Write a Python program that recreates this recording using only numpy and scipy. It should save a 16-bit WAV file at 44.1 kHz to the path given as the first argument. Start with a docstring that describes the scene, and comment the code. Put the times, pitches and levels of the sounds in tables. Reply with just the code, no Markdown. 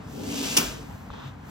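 """City rumble fills a quiet high-rise room throughout.
A curtain is drawn: its gliders hiss along the track, which drones and briefly sings.
At 0.57 s they clack together and jingle; the track shudders, track and room ring briefly.
The swinging cloth pushes air, then from 1.1 s brushes past the microphone with a tick and soft bumps."""
import sys
import numpy as np
from scipy import signal
from scipy.fft import rfft, irfft
from scipy.io import wavfile
from scipy.ndimage import uniform_filter1d, minimum_filter1d

SR = 44100
rng = np.random.default_rng(int(sys.argv[2]) if len(sys.argv) > 2 else 0)


def file_out(sig):
    """Save sig as 16-bit WAV at sys.argv[1]."""
    # one column per channel
    cols = np.atleast_2d(sig).T
    # limit, then scale
    lim = np.clip(cols, -1, 1)
    pcm = np.round(lim * 32767).astype(np.int16)
    wavfile.write(sys.argv[1], SR, pcm)


N = 66150
T = np.arange(N) / SR

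# Pull speed as scrape level: t/s, level/dB
PULL_LEVEL = [(0, -33.5), (.1, -24), (.2, -14.5), (.28, -8), (.36, -3), (.44, 1), (.5, 0.5), (.56, -0.5),
              (.6, 0.5), (.72, -14.5), (.85, -28.5), (1, -67)]
# Gliders scraping the track: f/Hz, density/dB
SCRAPE_SPECTRUM = [(100, -22), (500, -6.5), (1000, -3.5), (1500, -8), (2000, -5), (2800, 4), (4000, -1),
                   (5600, 0), (7500, -2), (9500, -2), (11500, -13.5), (12800, -7.5), (14000, -16.5),
                   (16000, -18)]
SCRAPE_SLIPS_PER_S, SCRAPE_DB = 2000, -31
# Track resonances under the gliders: f/Hz, width/Hz, level/dB
DRONE_BANDS = [(168.6, 13, -14.5), (235.3, 21, -5.5), (284.2, 16, -5), (431, 110, -7.5), (617, 430, -12)]
# Drone envelope: t/s, level/dB
DRONE_ENVELOPE = [(0, -49.5), (.12, -42.5), (.19, -34.5), (.3, -32.5), (.4, -35), (.46, -33.5),
                  (.51, -38.5), (.57, -30.5), (.68, -41), (.8, -42), (1, -53.5)]
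SING_S, SING_HALF_S, SING_HZ, SING_DB = 0.399, 0.074, 272.7, -35.5
SING_WAVER_HZ, SING_FLUTTER_DB = 3.5, 1.94

# Glider collisions at the stop: t/s, level/dB
COLLISIONS = [(0.5679, -0.5), (0.570, -3), (0.572, 3.5), (0.575, -2), (0.5805, -7), (0.585, -7.5),
              (0.594, -24), (0.607, -16.5)]
# One clack: f/Hz, density/dB
CLACK_SPECTRUM = [(40, -25.5), (150, -4), (400, -14), (700, -19), (1100, -17), (2000, -10.5), (2800, 4),
                  (4200, -5), (5300, 4), (6500, 0.5), (7800, -3), (9500, 6.5), (11500, -7), (13000, -16.5),
                  (16000, -13)]
CLACK_ENERGY_DB, CLACK_T60_S = 14.5, 0.035
# Gliders settling: f/Hz, density/dB
JINGLE_SPECTRUM = [(2000, -31), (6000, -1.5), (8500, -2), (11000, -14), (12800, 0.5), (15500, -5)]
JINGLE_DB, JINGLE_T60_S = -25, 0.27
# Dull track shudder: f/Hz, density/dB
SHUDDER_SPECTRUM = [(60, -15), (150, -0.5), (240, -1.5), (300, 8), (360, -6.5), (450, 0), (620, -2),
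                    (780, -8), (1080, -2.5), (1350, -1.5), (2000, -7), (3000, -4), (6000, -32.5)]
SHUDDER_DB, SHUDDER_RISE_S = -24.5, 0.014
# Modes of the struck track: f/Hz, level/dB, t60/s
RING_MODES = [(245.8, -7, 0.25), (294, 7.5, 0.28), (398, 3.5, 0.24), (612, 1.5, 0.17), (902, -0.5, 0.15),
              (1058, -0.5, 0.29), (1323, -13, 0.26), (2356, 0, 0.3), (3370, 2, 0.24), (5396, 11, 0.081),
              (5595, 7, .11), (6170, 8, 0.11), (6500, 7, .14), (7070, -9, .22), (10400, 5, .2),
              (12950, -7, .2)]
RING_DB = -34.5

# Cloth moving through air: t/s, level/dB
SWISH_ENVELOPE = [(0, -86), (.12, -53), (.6, -67), (.95, -57.5), (1.06, -63), (1.15, -71), (1.28, -61),
                  (1.34, -76), (1.43, -70), (1.5, -53.5)]
# Swish: f/Hz, density/dB
SWISH_SPECTRUM = [(500, -17.5), (2000, 0), (4000, -4.5), (7000, 0), (10000, -3), (13000, -2),
                  (16000, -10.5)]
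# Light graze of cloth: f/Hz, density/dB
GRAZE_SPECTRUM = [(500, -20), (1500, -3), (2400, -1), (3600, 4.5), (4600, -10), (6500, -12.5), (12000, -40),
                  (16000, -36)]
GRAZE_S, GRAZE_DB, GRAZE_RISE_DB_PER_S = 1.103, -54, 23
# Fuller brush once the cloth catches: f/Hz, density/dB
BRUSH_SPECTRUM = [(60, -25), (200, 8), (400, -6.5), (600, -6.5), (900, 5), (1500, 1), (2300, -16),
                  (3600, -18), (6500, -22.5), (12000, -40)]
BRUSH_S, BRUSH_DB, CATCH_DB, CATCH_T60_S = 1.135, -46.5, -40, 0.054
RUB_HZ, RUB_WIDTH_HZ, RUB_DB = 440, 170, -47.5
RELEASE_S, RELEASE_T60_S = 1.282, 0.14
# Air pushed by the cloth: middle/s, half length/s, f/Hz, level/dB
AIR_WAFTS = [(0.673, 0.054, 52, -39.5), (0.806, 0.063, 56, -42), (1.008, 0.034, 72, -43.5)]
# Cloth tick and bumps: t/s, f/Hz, level/dB, rise/s
CLOTH_BUMPS = [(1.103, 1050, -26, 0.00052), (1.105, 66, -32, 0.0075), (1.25, 133.4, -33.5, 0.022),
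               (1.428, 134, -39.5, 0.0082)]

# City through the window: f/Hz, density/dB
CITY_SPECTRUM = [(20, -44), (38, -28), (55, -2.5), (90, -3), (150, -5), (250, -5.5), (360, -18.5),
                 (560, -19), (800, -13), (1100, -17), (1600, -21.5), (2500, -28), (5000, -38.5),
                 (10000, -43.5), (16000, -59)]
# Rumble, dipping near the end: t/s, level/dB
CITY_ENVELOPE = [(0, -45), (.95, -43.5), (1.1, -44), (1.27, -45), (1.36, -46.5), (1.5, -44.5)]
CITY_SWELL_DB = 1.5
# Hums in the rumble: f/Hz, width/Hz, level/dB
CITY_HUMS = [(62, 13, -61), (98.4, 4.2, -51.5), (138.6, 3.2, -50.5), (187.5, 4.3, -55)]

# Room decay: f/Hz, t60/s
ROOM_T60 = [(100, 1), (300, 0.66), (1000, 0.79), (3000, 0.48), (6000, 0.44), (15000, 0.4)]
ROOM_DELAY_S, EARLY_DB, EARLY_T60_S = 0.0066, 7.5, 0.082
# Left microphone port's lead over the right: f/Hz, phase/rad
PORT_LEAD = [(20, 0), (280, .15), (600, -1.6), (1200, 0), (1600, -.4), (2000, -1.5), (2400, -3.4),
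             (3000, -4.3), (4200, -6.8), (5000, -7.3), (6600, -7.6), (8000, -8.3), (9400, -9.3),
             (10600, -9.5), (11500, -10.2), (12700, -11.1), (13500, -12.5)]
# Likeness of the ports: f/Hz, coherence/1
PORT_COHERENCE = [(60, 0.91), (130, 1), (290, 0.63), (600, 0.079), (1300, 0.46), (3200, 0.39), (5500, 0.75),
                  (8500, 0.93), (9500, 1), (10600, 1), (11800, 0.26), (14000, .98)]
# Left port over right: f/Hz, level/dB
PORT_TILT = [(60, 1), (300, 1), (600, 4.5), (1100, -0.5), (2700, 3.5), (5500, 0), (16000, 0)]
LIMIT_DB, LIMIT_HOLD_S, CUTOFF_HZ = -2, 0.0004, 16000


def gliders():
    """Gliders scrape, louder with speed; the track drones and, near full speed, sings."""
    friction = slips(SCRAPE_SLIPS_PER_S, spread_db=3) * amp(SCRAPE_DB + curve(PULL_LEVEL))
    scrape = colour(friction, SCRAPE_SPECTRUM)
    drone = sum(amp(db) * resonance(hz, width_hz) for hz, width_hz, db in DRONE_BANDS)
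    out = room(scrape, wet_db=0.5) + drone * amp(curve(DRONE_ENVELOPE))
    out[0] += track_note()
    return out


def track_note():
    """The track's main resonance sings a wavering, fluttering note."""
    cycles = np.cumsum(SING_HZ + SING_WAVER_HZ * resonance(hz=3, width_hz=7.3)[0]) / SR
    rms = amp(SING_DB + SING_FLUTTER_DB * resonance(hz=23, width_hz=5.4)[0])
    return rms * hump(SING_S, SING_HALF_S) * np.sqrt(2) * np.sin(2 * np.pi * cycles)


def end_stop():
    """Gliders pile up, clacking and jingling; the track shudders and rings."""
    stop_s = COLLISIONS[0][0]
    force = np.sqrt(sum((amp(db) * decay(t_s, CLACK_T60_S)) ** 2 for t_s, db in COLLISIONS))
    clacks = amp(CLACK_ENERGY_DB) * colour(noise() * force / np.linalg.norm(force), CLACK_SPECTRUM)
    shudder = amp(SHUDDER_DB) * colour(noise(), SHUDDER_SPECTRUM) * swell(stop_s, SHUDDER_RISE_S)
    ring = np.zeros((2, N))
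    for hz, db, t60_s in RING_MODES:
        cycles = hz * T + rng.random((2, 1))
        ring += amp(RING_DB + db) * decay(stop_s, t60_s) * np.sin(2 * np.pi * cycles)
    settling = slips(per_s=3900, spread_db=2) * decay(stop_s, JINGLE_T60_S)
    jingle = amp(JINGLE_DB) * colour(settling, JINGLE_SPECTRUM)
    return room(clacks, wet_db=-12.5) + jingle + room(shudder, wet_db=-2.5) + room(ring, wet_db=-9)


def cloth():
    """Cloth swishes and pushes air, then grazes, catches, rubs and bumps at the microphone."""
    out = colour(slips(per_s=6000, spread_db=1.3), SWISH_SPECTRUM) * amp(curve(SWISH_ENVELOPE))
    contact = (T >= GRAZE_S) * np.maximum(T < RELEASE_S, decay(RELEASE_S, RELEASE_T60_S))
    graze = amp(GRAZE_DB + GRAZE_RISE_DB_PER_S * (T - GRAZE_S))
    grip = amp(BRUSH_DB) * (T >= BRUSH_S) + amp(CATCH_DB) * decay(BRUSH_S, CATCH_T60_S)
    out += colour(slips(per_s=6500, spread_db=0.8) * graze * contact, GRAZE_SPECTRUM)
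    out += colour(slips(per_s=2200, spread_db=0.69) * grip * contact, BRUSH_SPECTRUM)
    out[1] += amp(RUB_DB) * resonance(RUB_HZ, RUB_WIDTH_HZ)[0] * contact
    for t_s, half_s, hz, db in AIR_WAFTS:
        out[0] += amp(db) * hump(t_s, half_s) * np.sin(2 * np.pi * (hz * T + rng.random()))
    for t_s, hz, db, rise_s in CLOTH_BUMPS:
        out[0] += amp(db) * swell(t_s, rise_s) * np.sin(2 * np.pi * hz * (T - t_s))
    return out


def city():
    """Distant traffic: swelling rumble, wavering hums."""
    rumble = colour(noise(), CITY_SPECTRUM)
    rumble *= amp(curve(CITY_ENVELOPE) + CITY_SWELL_DB * resonance(hz=0.76, width_hz=4.4)[0])
    return rumble + sum(amp(db) * resonance(hz, width_hz) for hz, width_hz, db in CITY_HUMS)


def room(x, wet_db):
    """Direct sound plus a diffuse tail with strong early reflections."""
    hz, t_s, bins = signal.stft(noise(), SR, nperseg=256)
    late = amp(-60 * t_s / at_hz(ROOM_T60, hz)[:, None])
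    early = amp(EARLY_DB - 60 * t_s / EARLY_T60_S)
    onset = np.clip(T / ROOM_DELAY_S - 1, 0, 1)
    tail = signal.istft(bins * (late + early), SR, nperseg=256)[1][:, :N] * onset
    wet = signal.fftconvolve(x[:1], tail / np.linalg.norm(tail[0]), axes=1)[:, :N]
    return (x + amp(wet_db) * wet) / np.hypot(1, amp(wet_db))


def ports(x):
    """Mid and side to left and right at two close microphone ports."""
    hz = np.fft.rfftfreq(2 * N, 1 / SR)
    mid, side = rfft(x, 2 * N)
    coherence = np.clip(at_hz(PORT_COHERENCE, hz), -1, 1)
    mid *= np.sqrt((1 + coherence) / 2)
    side *= np.sqrt((1 - coherence) / 2)
    lean = amp(at_hz(PORT_TILT, hz) / 2) * np.exp(0.5j * at_hz(PORT_LEAD, hz))
    return irfft(np.array([(mid + side) * lean, (mid - side) / lean]), 2 * N)[:, :N]


def slips(per_s, spread_db):
    """Friction: random tiny clicks of uneven size, rms 1."""
    size = amp(spread_db * np.minimum(rng.exponential(1, (2, N)), 4))
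    sign = rng.choice([-1, 1], (2, N))
    return unit(size * sign * (rng.random((2, N)) < per_s / SR))


def resonance(hz, width_hz):
    """Randomly driven resonance, rms 1."""
    detuning = (np.fft.rfftfreq(N, 1 / SR) - hz) / width_hz
    return unit(irfft(rfft(noise()) / (1 + detuning ** 2), N))


def colour(x, spectrum):
    """Minimum-phase filter, unit power gain."""
    size = 8192
    hz = abs(np.fft.fftfreq(size, 1 / SR))
    log_gain = np.log(unit(amp(at_hz(spectrum, hz))))
    response = np.exp(np.conj(signal.hilbert(log_gain)))
    taps = np.fft.ifft(response).real[:size // 2]
    return signal.fftconvolve(x, taps[None], axes=1)[:, :N]


def decay(start_s, t60_s):
    """Exponential decay; zero before start_s."""
    return (T >= start_s) * np.exp(-np.log(1000) * np.maximum(T - start_s, 0) / t60_s)


def swell(start_s, rise_s):
    """Rises to 1 in rise_s, then fades."""
    age = np.maximum(T - start_s, 0) / rise_s
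    return age * np.exp(1 - age)


def hump(middle_s, half_s):
    """Flat-topped rise and fall."""
    return np.exp(-((T - middle_s) / half_s) ** 4)


def curve(points):
    """Time table at every sample."""
    return np.interp(T, *np.transpose(points))


def at_hz(points, hz):
    """Table lookup on a log-frequency axis."""
    knots_hz, values = np.transpose(points)
    return np.interp(np.log(hz + 1), np.log(knots_hz), values)


def noise():
    """White noise, two rows."""
    return rng.standard_normal((2, N))


def amp(db):
    """dB to gain."""
    return 10 ** (np.asarray(db) / 20)


def unit(x):
    """Scales to rms 1."""
    return x / np.sqrt(np.mean(x ** 2) + 1e-20)


def scene():
    """Curtain and city at the microphone. Source rows: 0 mid, 1 side."""
    return ports(gliders() + end_stop() + cloth() + city())


def record(dry):
    """Fast peak limiter, then low-pass."""
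    hold = int(LIMIT_HOLD_S * SR)
    allowed = 1 / np.maximum(abs(dry).max(0) / amp(LIMIT_DB), 1)
    gain = uniform_filter1d(minimum_filter1d(allowed, hold), hold)
    lowpass = signal.firwin(511, CUTOFF_HZ, window=("kaiser", 9), fs=SR)
    return signal.oaconvolve(dry * gain, lowpass[None], "same")


dry = scene()
out = record(dry)
file_out(out)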